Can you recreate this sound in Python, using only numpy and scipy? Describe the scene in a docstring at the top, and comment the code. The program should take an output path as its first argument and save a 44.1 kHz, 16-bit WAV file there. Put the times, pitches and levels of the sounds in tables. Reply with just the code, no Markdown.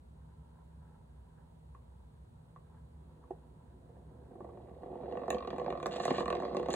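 """First comes the low hum of a small room, with a faint rustle and a few ticks close to the microphone:
a hand crank is starting a train of plastic gears on a table. Their stand rocks once. As they gather
speed the mesh whirs and grinds, and the teeth knock across their play about forty times a second; some
catch hard or crack, and near the end the wobbling faces brush each other. Each knock rings the frame,
the gear discs, their rims and the teeth. A two-port stereo microphone hears it with a short room tail."""
import sys
import numpy as np
from scipy import signal
from scipy.fft import rfft, irfft, next_fast_len
from scipy.io import wavfile

SR = 44100
rng = np.random.default_rng(int(sys.argv[2]) if len(sys.argv) > 2 else 0)


def to_wav(s):
    """Save 16-bit WAV."""
    ch = np.atleast_2d(s).T  # columns
    pcm = np.round(np.clip(ch, -1, 1) * 32767)  # PCM
    wavfile.write(sys.argv[1], SR, pcm.astype(np.int16))


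N = 297675
TIME = np.arange(N) / SR
PADDED = next_fast_len(N + SR // 10, True)
FREQ = np.fft.rfftfreq(PADDED, 1 / SR)


def undb(db):
    """Decibels to gain."""
    return 10 ** (np.asarray(db) / 20)


def unit(x):
    """Scale to rms 1."""
    return x / np.sqrt(np.mean(x ** 2))


def contour(points):
    """Rows of f/Hz, level/dB as a gain at every frequency."""
    hz, db = np.transpose(points)
    return undb(np.interp(np.log(FREQ + 1), np.log(hz), db))


def colour(x, gain):
    """Filter by a gain at every frequency, padded so the ring can die away."""
    return irfft(rfft(x, PADDED) * gain, PADDED)[..., :N]


def add(track, start_s, sound):
    """Mix a sound into a track at a given time."""
    i = max(int(start_s * SR), 0)
    track[i:i + len(sound)] += sound[:max(N - i, 0)]


def blend(share, gentle, hard):
    """Equal-power passage from one texture to another."""
    return np.sqrt(1 - share) * gentle + np.sqrt(share) * hard


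def flutter(per_s, depth_db):
    """A gain that wanders at random as unevenly shaped teeth come and go."""
    knots = np.arange(0, TIME[-1] + 1, 1 / per_s)
    return unit(undb(depth_db * np.interp(TIME, knots, rng.standard_normal(len(knots)))))


def ring(modes, scatter_db, detune, tilt_db=0, build_cycles=0.38):
    """One contact's ring: where it lands sets how each mode answers, its hardness tilts them."""
    hz, width, db = np.transpose(modes)[:, :, None]
    t = TIME[:SR // 8]
    strength, shift = rng.standard_normal((2, len(modes), 1))
    sign = rng.choice([-1, 1], (len(modes), 1))
    octaves = np.clip(np.log2(hz / hz.mean()), -.5, 1)
    size = sign * width * undb(db + scatter_db * strength + tilt_db * octaves)
    swell = (1 - np.exp(-t * hz / build_cycles)) ** 2  # a mode takes time to spread through the part
    decay = np.exp(-np.pi * width * t)
    return np.sum(size * swell * decay * np.sin(2 * np.pi * hz * (1 + detune * shift) * t), axis=0)


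def grains(modes, per_s, spread_db, tilt_db, places=8):
    """Dense little contacts of uneven size, at several places round the gears; rms 1."""
    out = np.zeros(N)
    for _ in range(places):
        hits = rng.random(N) < per_s / places / SR
        sizes = undb(spread_db * np.clip(rng.standard_normal(N), -2, 2))
        signs = rng.choice([-1, 1], N)
        response = ring(modes, scatter_db=4, detune=0.015, tilt_db=tilt_db)
        out += signal.oaconvolve(hits * sizes * signs, response)[:N]
    return unit(out)


# Room tone all round the microphone: f/Hz, relative density/dB
ROOM_TONE = [(20, -111), (40, -96.5), (55, -79), (90, -81), (200, -88.5), (300, -99), (450, -99),
             (650, -104), (930, -107), (1300, -115), (2400, -124), (4000, -124), (5300, -132), (8500, -123),
             (10500, -126), (12500, -139), (15000, -133)]
# Its stereo width: f/Hz, side minus mid/dB
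ROOM_WIDTH = [(60, -23.5), (110, -11), (200, -8.5), (380, 0), (700, 5), (1290, 5.5), (2380, 3), (4400, 4.5),
              (8120, -9.5), (15000, 11.5)]
# The room's hum, in the middle of the image: f/Hz, width/Hz, level/dB
HUM_BANDS = [(62.5, 4.1, -62.5), (71, 7.5, -61), (119.3, 2.1, -68.5), (151, 17, -66), (160.2, 1.5, -65.5),
             (239.3, 1, -76.5)]
def room_tone(noise_db=-72):
    """Steady, wide room noise with a low, wavering hum of narrow noise bands."""
    shape = contour(ROOM_TONE)
    shape /= np.sqrt(np.mean(shape ** 2 * (FREQ > 250)))  # noise_db counts the part above 250 Hz
    mid = undb(noise_db) * colour(rng.standard_normal(N), shape)
    side = undb(noise_db) * colour(rng.standard_normal(N), shape * contour(ROOM_WIDTH))
    for hz, width, db in HUM_BANDS:
        band = 1 / (1 + (2 * (FREQ - hz) / width) ** 2)
        mid += undb(db) * unit(colour(rng.standard_normal(N), band))
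    return np.array([mid + side, mid - side])


# What the table and walls send back to the microphone: f/Hz, level against the direct sound/dB
ROOM_RETURN = [(150, -32), (450, -1.5), (1100, -5), (2200, -3), (4000, -13), (5200, -15), (8000, -3),
               (14000, -20)]
def reflections(x, t60_s=0.17, gap_s=0.0024):
    """A short, dry tail from the table and padded walls, different at each microphone port."""
    t = TIME[:SR // 2]
    onset = np.clip(t / gap_s - 1, 0, 1)
    tail = rng.standard_normal((2, len(t))) * undb(-60 * t / t60_s) * onset
    tail /= np.linalg.norm(tail, axis=1, keepdims=True)
    return signal.oaconvolve(colour(x, contour(ROOM_RETURN))[None], tail, axes=1)[:, :N]


# Phase between the microphone's ports: f/Hz, left lead/rad
MIC_PHASE = [(0, 0), (520, -.4), (1200, -.1), (1900, .5), (2800, 1.3), (3700, 2), (5200, 3.1), (7700, 6.1),
             (9600, 6.5), (11500, 8.8), (13500, 9.8), (14600, 11.5), (16000, 12.6)]
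# Balance between them: f/Hz, left minus right/dB
MIC_BALANCE = [(200, -1), (380, -1.5), (700, -7), (1300, -1.5), (4400, -1.5), (8000, 0.5)]
def microphone(x):
    """Direct sound from close by reaches the two ports with different phase and strength."""
    lead = np.interp(FREQ, *np.transpose(MIC_PHASE))
    left = np.sqrt(contour(MIC_BALANCE)) * np.exp(.5j * lead)
    return colour(x, np.array([left, 1 / left]))


# Resonances of the sliding tooth flanks: f/Hz, width/Hz, level/dB
FLANK_MODES = [(453, 110, -3), (878, 85, -0.5), (978, 45, 1.5), (1038, 38, -5), (1346, 63, -6),
               (1575, 120, -9), (1795, 140, -17.5)]
# Their rustle, faint even close up: t/s, level/dB
RUSTLE_LEVEL = [(0, -87), (.22, -73.5), (.64, -74), (.73, -78), (.85, -73), (1.15, -74), (1.42, -72),
                (1.62, -76), (2.0, -73.5), (2.42, -78), (2.73, -73.5), (2.92, -76.5), (3.15, -74),
                (3.7, -75), (4.0, -74)]
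# Its bright part: t/s, level against the dull part/dB
RUSTLE_BRIGHTNESS = [(0, -4), (.72, -4.5), (.8, 3), (.97, -3.5), (1.08, -5.5), (1.39, 0), (1.48, -13),
                     (2.4, -2), (4, -3.5)]
def flank_rustle():
    """Slowly turning flanks drag over each other; a dull and a bright patch come and go."""
    dull = flutter(per_s=20, depth_db=3) * grains(FLANK_MODES, per_s=700, spread_db=4, tilt_db=-10)
    bright = flutter(per_s=26, depth_db=2.8) * grains(FLANK_MODES, per_s=500, spread_db=4, tilt_db=0)
    share = undb(np.interp(TIME, *np.transpose(RUSTLE_BRIGHTNESS)))
    level = undb(np.interp(TIME, *np.transpose(RUSTLE_LEVEL)))
    return level * unit(dull + share * bright)


# Modes of the stand on the table: f/Hz, width/Hz, level/dB
STAND_MODES = [(376, 38, 5), (437, 53, -3), (679, 61, -5.5), (797, 80, -7), (1064, 51, -21.5)]
def stand_tock(start_s=3.3065, level_db=-38.5, damp_s=0.025):
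    """The stand rocks once on the table: one soft, hollow blow, soon damped as it settles."""
    out = np.zeros(N)
    sound = ring(STAND_MODES, scatter_db=0.5, detune=0.0028, build_cycles=0.9)
    sound /= 1 + (TIME[:len(sound)] / damp_s) ** 4
    add(out, start_s, undb(level_db) * sound / np.std(sound[:SR // 80]))
    return out


# The mesh running up, close to the microphone: t/s, frame whir/dB, grinding/dB (relative levels)
MESH_LEVELS = [(2.4, -78, -98), (3.17, -64.5, -77), (3.63, -64, -88), (4.281, -57.5, -80),
               (4.45, -53, -70.5), (4.78, -53, -66.5), (4.87, -49, -66.5), (5.099, -42, -57.5),
               (5.45, -49, -58.5), (5.66, -45, -55.5), (5.8, -44, -56.5), (6.22, -40, -57),
               (6.461, -36.5, -48), (6.75, -43.5, -56.5)]
def mesh_levels(s):
    """Whir and grinding of the mesh at given times, in dB."""
    times, whir, grind = np.transpose(MESH_LEVELS)
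    return np.interp(s, times, whir, left=-100), np.interp(s, times, grind, left=-100)


def speed(s, still_db=-72, full_db=-42):
    """How fast the train runs, 0-1, as told by its whir."""
    whir, _ = mesh_levels(s)
    return np.clip((whir - still_db) / (full_db - still_db), 0, 1)


# Modes of the frame on the table, the gear discs and their rims: f/Hz, width/Hz, level/dB
FRAME_MODES = [(158.8, 18.4, -2), (202, 9.7, 2.5), (252, 18, 0.5), (295, 18, -5.5), (354, 19.8, 2),
               (391.7, 28.4, -0.5), (436, 52, -10), (484.8, 64, 1.5), (550, 27, -0.5), (637, 36, -2),
               (683, 63, -2.5), (746, 95, -4.5), (868, 85, -11.5)]
DISC_MODES = [(883, 130, -10.5), (1080.4, 58, 4.5), (1139, 66, 2), (1188, 79, -7), (1457, 200, -17.5)]
RIM_MODES = [(1510, 140, -6.5), (1780, 146, 3), (1930, 123, -0.5), (2180, 23, -13), (2440, 220, -4),
             (2796, 47, 0.5), (3350, 120, -7), (3820, 700, -5), (4260, 400, -10.5)]
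def rolling_mesh(whir_db=-2, disc_db=-6.5, rim_db=-13, harsh_db=-56, range_db=16):
    """Rolling teeth: a low whir that grows with speed and roughens into brighter grinding."""
    whir, grind = mesh_levels(TIME)
    harshness = np.clip(0.5 + (grind - harsh_db) / range_db, 0, 1)
    frame = blend(speed(TIME), grains(FRAME_MODES, per_s=520, spread_db=-0.5, tilt_db=-25.5),
                  grains(FRAME_MODES, per_s=900, spread_db=5, tilt_db=-4.5))
    discs = grains(DISC_MODES, per_s=900, spread_db=4.5, tilt_db=-0.5)
    rims = blend(harshness, grains(RIM_MODES, per_s=490, spread_db=-2, tilt_db=0.5),
                 grains(RIM_MODES, per_s=2400, spread_db=2, tilt_db=10))
    grinding = undb(disc_db) * discs + undb(rim_db) * rims
    return flutter(per_s=35, depth_db=0.5) * (undb(whir + whir_db) * frame + undb(grind) * grinding)


# Resonances of the scraping gear faces: f/Hz, width/Hz, level/dB
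FACE_MODES = [(5950, 450, -7), (7220, 315, 2.5), (8300, 540, -10), (9600, 990, -20)]
# A face brushes its neighbour: t/s, length/s, rasp/dB, hiss/dB
FACE_RUBS = [(5.906, 0.063, -52.5, -65), (5.994, .215, -51, -63.5), (6.699, 0.011, -47, -58),
             (6.725, .03, -49, -46)]
def face_rub(disc_db=-5, attack_s=0.0064, release_s=0.016):
    """At speed the wobbling faces brush each other with a gritty rasp that swells, holds and dies."""
    hiss = grains(FACE_MODES, per_s=1200, spread_db=0, tilt_db=-7)
    rims = grains(RIM_MODES, per_s=3000, spread_db=3.5, tilt_db=4.5)
    discs = grains(DISC_MODES, per_s=2400, spread_db=3.5, tilt_db=-5)
    rasp = (rims + undb(disc_db) * discs) * flutter(per_s=120, depth_db=3)
    hiss *= flutter(per_s=100, depth_db=5)
    out = np.zeros(N)
    for start, length, rasp_db, hiss_db in FACE_RUBS:
        attack = np.clip((TIME - start) / attack_s, 0, 1)
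        release = np.exp(-np.maximum(TIME - start - length, 0) / release_s)
        out += attack * release * (undb(rasp_db) * rasp + undb(hiss_db) * hiss)
    return out


def backlash(contacts, dip_db=-13, flight_s=0.0063):
    """While a tooth flies across its play nothing rolls, so the mesh dips around each knock."""
    flying = np.zeros(N)
    for s, *_ in contacts:
        add(flying, s - flight_s, np.hanning(int(2.17 * flight_s * SR)))
    return undb(dip_db * np.minimum(flying, 1))


# Teeth that catch: t/s, frame thud/dB, disc ring/dB, rim clack/dB, tooth snap/dB (relative levels)
CATCHES = [(1.747, -66, -55, -74, -89), (2.561, -63, -53.5, -74.5, -93.5),
           (3.238, -76.0, -63.5, -91, -95.5), (3.306, -60, -66, -74, -81), (3.892, -58.5, -77, -88, -95.0),
           (3.965, -57.5, -76, -82, -96.0), (4.309, -53, -77, -84, -97.5), (4.353, -50, -65, -84, -96.0),
           (4.4041, -45, -53.5, -73, -87), (4.4436, -45.5, -58, -73, -84), (4.489, -49.5, -60.5, -80, -85),
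           (4.573, -51.0, -63, -75, -92), (4.685, -54, -65.5, -82, -91), (4.8328, -43.5, -59.5, -67.0, -91),
           (4.86, -45.5, -74, -74, -90), (4.88, -47.5, -81, -86.5, -90), (4.901, -47, -79, -79, -95.0),
           (4.928, -44.5, -77, -88, -94.5), (4.955, -41.5, -72, -73, -91), (4.986, -51, -83.0, -80, -94.0),
           (5.003, -43, -75, -80.0, -94.0), (5.033, -41.5, -66, -73, -93.0),
           (5.057, -45.5, -73, -65.5, -94.5), (5.079, -41.0, -73, -77, -94.5),
           (5.111, -40.5, -63, -66, -93.5), (5.1236, -38.5, -58, -59, -79),
           (5.153, -38.5, -55.5, -64, -93.5), (5.1714, -36.5, -47, -55, -80.5),
           (5.216, -40, -55, -63.5, -91), (5.2338, -40.5, -49, -63, -89), (5.2802, -33, -44.5, -56, -71),
           (5.3039, -32, -41.5, -39, -42.5), (5.326, -35, -44, -55, -76), (5.3449, -32.5, -57, -51.5, -73),
           (5.3661, -48, -45, -66, -87.0), (5.3835, -44, -57, -53.5, -85), (5.405, -46.5, -44, -60, -92.5),
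           (5.4243, -44, -44, -56, -86), (5.4471, -41, -45.5, -59.5, -85), (5.474, -39, -45, -53, -82),
           (5.504, -39, -48, -51, -75), (5.529, -37, -49, -58, -88), (5.5406, -41.5, -55.5, -63, -93.0),
           (5.582, -36.5, -46, -55, -67.5), (5.597, -38, -46, -56, -73), (5.6134, -35, -49, -62, -76),
           (5.6438, -41, -51, -62, -75), (5.6619, -35.5, -47, -53, -90), (5.679, -32, -51, -60, -88.0),
           (5.7023, -35.5, -46.5, -49.5, -68.0), (5.7249, -35.5, -44, -54, -73),
           (5.7517, -39, -45.5, -61, -93), (5.7747, -42, -46, -60, -80), (5.8001, -46.5, -44.5, -57, -72),
           (5.8279, -37, -44.0, -51, -60.5), (5.8585, -32, -35.5, -43, -59),
           (5.866, -40.5, -40.5, -63, -50), (5.9597, -36.5, -51, -50.5, -57),
           (5.9825, -40.0, -71, -58, -71), (5.999, -33.5, -41.5, -47.0, -61.0),
           (6.0345, -40, -53, -57, -61), (6.0531, -29.5, -40.5, -42.5, -46), (6.079, -30, -37, -47, -66),
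           (6.1059, -28.0, -38, -42.5, -67), (6.138, -45, -43, -56, -76), (6.1817, -31, -36, -43.5, -65),
           (6.2049, -32, -38.5, -46.5, -60), (6.228, -39, -42, -60, -77), (6.257, -35.5, -38, -48.5, -61),
           (6.2792, -33.5, -35.5, -45, -61.5), (6.3023, -32, -35.5, -43.5, -58),
           (6.3265, -32, -37.5, -44.5, -66), (6.3514, -35.5, -46, -49.5, -68),
           (6.3677, -41, -50, -54.5, -75.5), (6.4006, -37.5, -55.0, -52.5, -67),
           (6.4219, -38, -42, -57, -72), (6.432, -37, -47, -57.5, -77.0), (6.4502, -37.5, -42.5, -52, -75),
           (6.48, -41.5, -51, -58.0, -78), (6.51, -41, -48.5, -81, -89), (6.5474, -34.5, -42, -57.0, -66),
           (6.568, -31.0, -45.5, -47, -57), (6.5967, -34.0, -48, -56, -69),
           (6.6595, -37.5, -66.0, -54.5, -67), (6.6847, -31.5, -43.5, -54, -64),
           (6.692, -31.5, -45, -61, -68), (6.7037, -49, -67.5, -52.5, -52.5), (6.716, -37.5, -55, -67, -60),
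           (6.739, -31, -47, -41, -48.5)]
# Pace of the freely running gears: t/s, teeth per second
TOOTH_RATE = [(4.2, 36.5), (4.47, 36.6), (4.67, 40.3), (5.4, 45.2), (5.93, 39.7), (6.22, 40.2),
              (6.74, 35.0)]
def tooth_contacts(free_run_s=4.3, thud_db=-1.5, ring_db=4, clack_db=-8, snap_db=-24,
                   loaded_db=-56, easing=1.7, uneven_db=0.9, jitter_s=0.0007):
    """The catching teeth and, once the gears run freely, a steady beat between; rows as in CATCHES."""
    caught = [row[0] for row in CATCHES if row[0] > free_run_s]
    times = []
    for start, end in zip(caught, caught[1:]):
        rate = np.interp((start + end) / 2, *np.transpose(TOOTH_RATE))
        teeth = max(round((end - start) * rate), 1)
        times.extend(np.linspace(start, end, teeth + 1)[1:-1])
    late, force = rng.standard_normal((len(times), 2)).T
    whir, grind = mesh_levels(times)  # the beat is as hard as the mesh is running
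    thud = whir + thud_db + uneven_db * force
    slack_db = easing * np.maximum(loaded_db - grind, 0)  # lightly loaded teeth thud but hardly clack
    disc = grind + ring_db - slack_db + uneven_db * force
    beat = np.column_stack([times + jitter_s * late, thud, disc, disc + clack_db, disc + snap_db])
    return np.vstack([CATCHES, beat])


def blow(modes, tilt_db, chatter, contact_s, damp_s, build_cycles=0.38, scatter_db=0.35):
    """A push and the chatter of ridged flanks ring a part until the next teeth damp it."""
    t = TIME[:SR // 20]
    push = rng.standard_normal(len(t)) * np.exp(-t / contact_s)
    push *= chatter / np.linalg.norm(push)
    push[0] += 1
    response = ring(modes, scatter_db, detune=0.013, tilt_db=tilt_db, build_cycles=build_cycles)
    sound = signal.fftconvolve(push, response)
    sound /= 1 + (TIME[:len(sound)] / damp_s) ** 2
    return sound / np.std(sound[:SR // 125])  # rms 1 over the first 8 ms


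# Modes of the teeth, the brightest sound at the microphone: f/Hz, width/Hz, level/dB
TOOTH_MODES = [(4100, 500, -1), (5930, 740, 8.5), (6900, 1600, 8.5), (7600, 720, -9), (9680, 990, -3),
               (10800, 440, -9.5), (12400, 610, -7.5), (13900, 1200, -20)]
def tooth_knocks(contacts, firm_db=-41, hard_db=-50, crack_db=-57):
    """Teeth cross their play and hit: tooth and rim sound at once, the frame thuds, the discs follow."""
    out = np.zeros(N)
    for s, thud_db, disc_db, clack_db, snap_db in contacts:
        slowness = 1 - speed(s)
        frame_tilt = 2 - 0.13 * (thud_db - firm_db) - 5 * slowness  # heavy or slow blows sound deeper
        rim_tilt = 0.34 * min(clack_db - hard_db, 5)  # gentle contacts spare the high modes
        tooth_tilt = 0.85 * max(snap_db - crack_db, -5)  # a jumping tooth cracks up into the treble
        slip_s = 0.0014 if snap_db > crack_db else 0.003  # a crack is over at once, a gentler tooth scuffs
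        linger = 1 + 1.7 * slowness  # slow, unloaded parts answer sooner and ring longer
        thud = blow(FRAME_MODES, frame_tilt, chatter=0.39, contact_s=0.0032, damp_s=0.02 * linger,
                    build_cycles=0.56, scatter_db=2)
        disc = blow(DISC_MODES, 0, chatter=0.091, contact_s=0.003, damp_s=0.018, build_cycles=2 / linger)
        clack = blow(RIM_MODES, rim_tilt, chatter=2.16, contact_s=0.0031 * linger, damp_s=0.012 * linger)
        snap = blow(TOOTH_MODES, tooth_tilt, chatter=2.2, contact_s=slip_s, damp_s=0.019)
        add(out, s, undb(thud_db - 0.5) * thud + undb(disc_db - 0.55) * disc)
        add(out, s, undb(clack_db + 0.1) * clack + undb(snap_db - 1.2) * snap)
    return out


def scene(tone_balance_db=-0.75, tock_room_db=-5):
    """The gear train on the table close to the microphone, with reflections and room tone behind it."""
    background = room_tone() * undb(tone_balance_db * np.array([[.5], [-.5]]))
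    rolling = rolling_mesh()
    sliding = flank_rustle() + face_rub()
    stand = stand_tock()
    contacts = tooth_contacts()
    # The faces go on rubbing while a tooth flies.
    gears = tooth_knocks(contacts) + backlash(contacts) * rolling + sliding
    return microphone(gears + stand) + reflections(gears + undb(tock_room_db) * stand) + background


def record(dry, top_hz=15800):
    """The recorder cuts the highest treble."""
    return signal.sosfilt(signal.ellip(8, .2, 70, top_hz, fs=SR, output="sos"), dry)


dry = scene()
out = record(dry)
to_wav(out)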